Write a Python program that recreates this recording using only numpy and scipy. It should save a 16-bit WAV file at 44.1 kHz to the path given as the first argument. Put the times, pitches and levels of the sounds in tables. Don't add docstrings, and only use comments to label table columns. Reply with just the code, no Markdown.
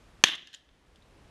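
import sys
import numpy as np
from scipy import signal
from scipy.fft import irfft
from scipy.io import wavfile
from scipy.ndimage import uniform_filter1d

SR = 44100
rng = np.random.default_rng(int(sys.argv[2]) if len(sys.argv) > 2 else 0)


def materialize(psi):
    bounded = np.clip(np.atleast_2d(psi).T, -1, 1)
    quanta = np.round(bounded * 32767).astype(np.int16)
    wavfile.write(sys.argv[1], SR, quanta)


N = 57330
SHOT_S = 0.2384


def amp(db):
    return 10 ** (np.asarray(db) / 20)


def unit_rms(x):
    return x / np.sqrt(np.mean(x ** 2) + 1e-20)


def read_curve(points, hz):
    f, value = np.transpose(points)
    return np.interp(np.log(hz + 1), np.log(f + 1), value)


def time_since(start_s):
    return np.maximum(np.arange(N) / SR - start_s, 0)


def shaped_noise(spectrum, tilt_db=0):
    hz = np.fft.rfftfreq(N, 1 / SR)
    octaves = np.log2(np.clip(hz, 800, 9000))
    gain = amp(read_curve(spectrum, hz) + tilt_db * octaves)
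    phase = np.exp(2j * np.pi * rng.random(len(hz)))
    return unit_rms(irfft(gain * phase, N))


# (delay t/s, level/dB before BLAST_DB)
BLAST_PATHS = [(0, 1.5), (.000708, 9.5), (.0018, -2), (.00585, -10)]
# (f/Hz, level/dB)
PULSE_SPECTRUM = [(40, -28.5), (90, -1.7), (170, 7.5), (380, 13.5), (700, 14), (1500, 1.5), (3300, 9),
                  (5000, 14), (7000, -5), (8500, -1.5), (11000, -2.4), (16000, -21)]
# (f/Hz, level/dB before paths and BLAST_DB, t60/s, polarity)
HOUSING_MODES = [(1300, -22.5, 0.0063, 1), (1778, -12, 0.0094, 1), (2402, -10, 0.013, -1),
                 (3288, -6, 0.012, 1), (3530, -11.5, 0.0097, -1), (4145, -19, .0105, -1),
                 (6258, -12.5, .014, 1), (6540, -29, 0.0083, 1)]
BLAST_DB = 12
GAS_DB, GAS_T60_S, GAS_TILT_DB = -7, 0.02, 7


def blast():
    hz, t = np.fft.fftfreq(N, 1 / SR), time_since(0)
    log_gain = np.log(amp(read_curve(PULSE_SPECTRUM, abs(hz))))
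    pulse = np.fft.ifft(np.exp(np.conj(signal.hilbert(log_gain)))).real
    ring = sum(np.sign(polarity) * amp(db - 60 * t / t60) * np.sin(2 * np.pi * f * t)
               for f, db, t60, polarity in HOUSING_MODES)
    paths = sum(amp(db) * np.exp(-2j * np.pi * hz * (SHOT_S + delay)) for delay, db in BLAST_PATHS)
    arrivals = np.fft.ifft(np.fft.fft(pulse + ring) * paths).real
    age = time_since(SHOT_S)
    gas_level = (age > 0) * amp(GAS_DB - 60 * age / GAS_T60_S)
    gas = gas_level * shaped_noise(SCATTER_SPECTRUM, GAS_TILT_DB)
    return gas - amp(BLAST_DB) * arrivals


# (f/Hz, level/dB per Hz)
SCATTER_SPECTRUM = [(60, -27.5), (150, -22), (340, -17), (480, -22.5), (900, -20.5), (1170, -10.5),
                    (1400, -14.5), (1700, -7), (2050, -4.5), (2300, -10.5), (3050, 0), (3600, 0),
                    (4400, -14), (5000, -15), (6300, -12.5), (7500, -22), (11000, -28), (14500, -37),
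                    (16000, -50)]
# (f/Hz, t60/s)
SCATTER_DECAY = [(150, 0.59), (500, .4), (1200, .33), (1800, 0.32), (3200, 0.36), (5000, 0.26),
                 (8000, 0.19), (14000, .3)]
SCATTER_DB, SCATTER_RISE_S = -10.5, 0.0023
PATCHY_DB = 2.5


def scatter():
    hz, t, bands = signal.stft(shaped_noise(SCATTER_SPECTRUM), SR, nperseg=256, noverlap=192)
    clumps = unit_rms(uniform_filter1d(rng.standard_normal(len(t)), size=4))
    fall_db = 60 * np.maximum(t - SHOT_S, 0) / read_curve(SCATTER_DECAY, hz)[:, None]
    bands = bands * amp(PATCHY_DB * clumps - fall_db)
    tail = signal.istft(bands, SR, nperseg=256, noverlap=192)[1][:N]
    rise = 1 - np.exp(-time_since(SHOT_S) / SCATTER_RISE_S)
    return amp(SCATTER_DB) * tail * rise


# (centre t/s, level/dB, spread t/s, treble tilt/dB per octave)
TREE_ROCK_ECHOES = [(0.257, -18.5, .005, 0), (.288, -20, 0.0024, 0.5), (.292, -22, 0.0025, -9),
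                    (0.336, -32, 0.016, -7), (0.3542, -28, 0.003, 2), (.410, -57, 0.0013, -4),
                    (.692, -55, 0.0025, -5.5)]
# (f/Hz, level/dB per Hz)
ROLL_SPECTRUM = [(200, -16), (1300, -24.5), (1750, -1.5), (2300, -15.5), (3100, -0.5), (3600, -6.5),
                 (4400, -16), (6500, -17.5), (9000, -38)]
ROLL_DB, ROLL_T60_S = -35, 0.88


def hills():
    t, age = time_since(0), time_since(SHOT_S)
    echoes = sum(amp(db) * np.exp(-.5 * ((t - centre) / spread) ** 2) * shaped_noise(SCATTER_SPECTRUM, tilt)
                 for centre, db, spread, tilt in TREE_ROCK_ECHOES)
    rise = 1 - np.exp(-age / SCATTER_RISE_S)
    roll = amp(ROLL_DB - 60 * age / ROLL_T60_S) * rise * shaped_noise(ROLL_SPECTRUM)
    return echoes + roll


# (t/s, level/dB, t60/s, treble tilt/dB per octave)
ACTION_CLACKS = [(0.472, -27, 0.011, -0.5), (0.53, -36, .035, 2), (.5393, -28, 0.019, 0.5),
                 (.546, -27, 0.015, 2.5), (0.958, -49.5, 0.024, 3)]
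# (f/Hz, level/dB per Hz)
STEEL_SPECTRUM = [(300, -27), (1200, -19), (1750, 2.5), (2300, -14.5), (3100, 6.5), (3700, 0), (4800, -9.5),
                  (6000, -9), (7200, -17.5), (8500, -22), (12500, -27), (14500, -45)]
CLACK_RISE_S = 0.001141
CLACK_SCATTER_DB, CLACK_SCATTER_T60_S = -19.5, 0.2


def clack(start_s, db, t60, tilt_db):
    t = time_since(start_s)
    decay = amp(-60 * t / t60) + amp(CLACK_SCATTER_DB - 60 * t / CLACK_SCATTER_T60_S)
    rise = np.minimum(t / CLACK_RISE_S, 1)
    return amp(db) * rise * decay * shaped_noise(STEEL_SPECTRUM, tilt_db)


# (t/s, level/dB, t60/s, f/Hz)
SMALL_PART_TICKS = [(0.5452, -21, 0.011, 6940), (.959, -56, .022, 3570), (0.9668, -57, 0.017, 3070),
                    (1.022, -55.5, .04, 3750)]
TICK_WIDTH_HZ, TICK_RISE_S = 430, 0.0023


def tick(start_s, db, t60, hz):
    t = time_since(start_s)
    ring = rng.standard_normal(N)
    for width in (TICK_WIDTH_HZ, 2 * TICK_WIDTH_HZ):
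        ring = signal.lfilter(*signal.iirpeak(hz, hz / width, fs=SR), ring)
    return amp(db - 60 * t / t60) * np.minimum(t / TICK_RISE_S, 1) * unit_rms(ring)


# (f/Hz, level/dB per Hz)
AIR_SPECTRUM = [(20, -2.5), (55, -5), (110, -7), (280, -11), (700, -17), (1800, -22), (2700, -24),
                (6000, -32.5), (10000, -37.5), (13500, -42), (15500, -51)]
# (t/s, level/dB)
AIR_STRENGTH = [(0, -58), (.13, -58), (.22, -57.5), (.65, -59), (.95, -57.5), (1.15, -57), (1.3, -57.5)]
BUFFET_DB, BUFFET_FULL_S, BUFFET_RISE_DB_PER_S = -60.5, 1.4, 22.5
BUFFET_HZ = 400


def wind():
    t = time_since(0)
    rush = amp(np.interp(t, *np.transpose(AIR_STRENGTH))) * shaped_noise(AIR_SPECTRUM)
    band = signal.butter(1, [BUFFET_HZ / 10, BUFFET_HZ], "bandpass", fs=SR, output="sos")
    low = signal.sosfilt(band, rng.standard_normal(N))
    low = signal.sosfilt(signal.butter(1, 2 * BUFFET_HZ, fs=SR, output="sos"), low)
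    buffet_db = BUFFET_DB + BUFFET_RISE_DB_PER_S * np.minimum(t - BUFFET_FULL_S, 0)
    return rush + unit_rms(low) * amp(buffet_db)


# (f/Hz, level/dB per Hz)
RUMBLE_SPECTRUM = [(12, -10), (28, -1), (55, -1), (90, -14.5), (200, -30.5), (1000, -70)]
RUMBLE_DB, RUMBLE_SWELL_DB = -55, 3


def rumble():
    swell = unit_rms(uniform_filter1d(rng.standard_normal(N), size=5000))
    return amp(RUMBLE_DB + RUMBLE_SWELL_DB * swell) * shaped_noise(RUMBLE_SPECTRUM)


def scene():
    action = sum(clack(*row) for row in ACTION_CLACKS) + sum(tick(*row) for row in SMALL_PART_TICKS)
    return (blast() + scatter() + hills() + action + wind() + rumble())[None]


THRESHOLD_DB, RECOVERY_DB_PER_S = -2.5, 12
LOOK_AHEAD = 200
SATURATION, FULL_SCALE = 0.92, 0.97
LOW_CUT_HZ, SOFT_TOP_HZ, EDGE_HZ = 100, 11800, 16200


def record(dry):
    power_db = 10 * np.log10(abs(uniform_filter1d(dry[0] ** 2, size=128)) + 1e-12)
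    power_db = np.pad(power_db, (0, LOOK_AHEAD), "edge")[LOOK_AHEAD:]
    fall = time_since(0) * RECOVERY_DB_PER_S
    held_db = np.maximum.accumulate(power_db + fall) - fall
    over_db = np.maximum(held_db - THRESHOLD_DB, 0)
    sound = SATURATION * np.tanh(dry / amp(over_db) / SATURATION)
    sound = signal.lfilter(*signal.butter(1, LOW_CUT_HZ, "highpass", fs=SR), sound)
    sound = signal.lfilter(*signal.butter(3, SOFT_TOP_HZ, fs=SR), sound)
    sound = np.clip(sound, -FULL_SCALE, FULL_SCALE)
    band_limit = signal.firwin(255, EDGE_HZ, window=("kaiser", 9), fs=SR)
    return signal.oaconvolve(sound, band_limit[None], "same")


dry = scene()
out = record(dry)
materialize(out)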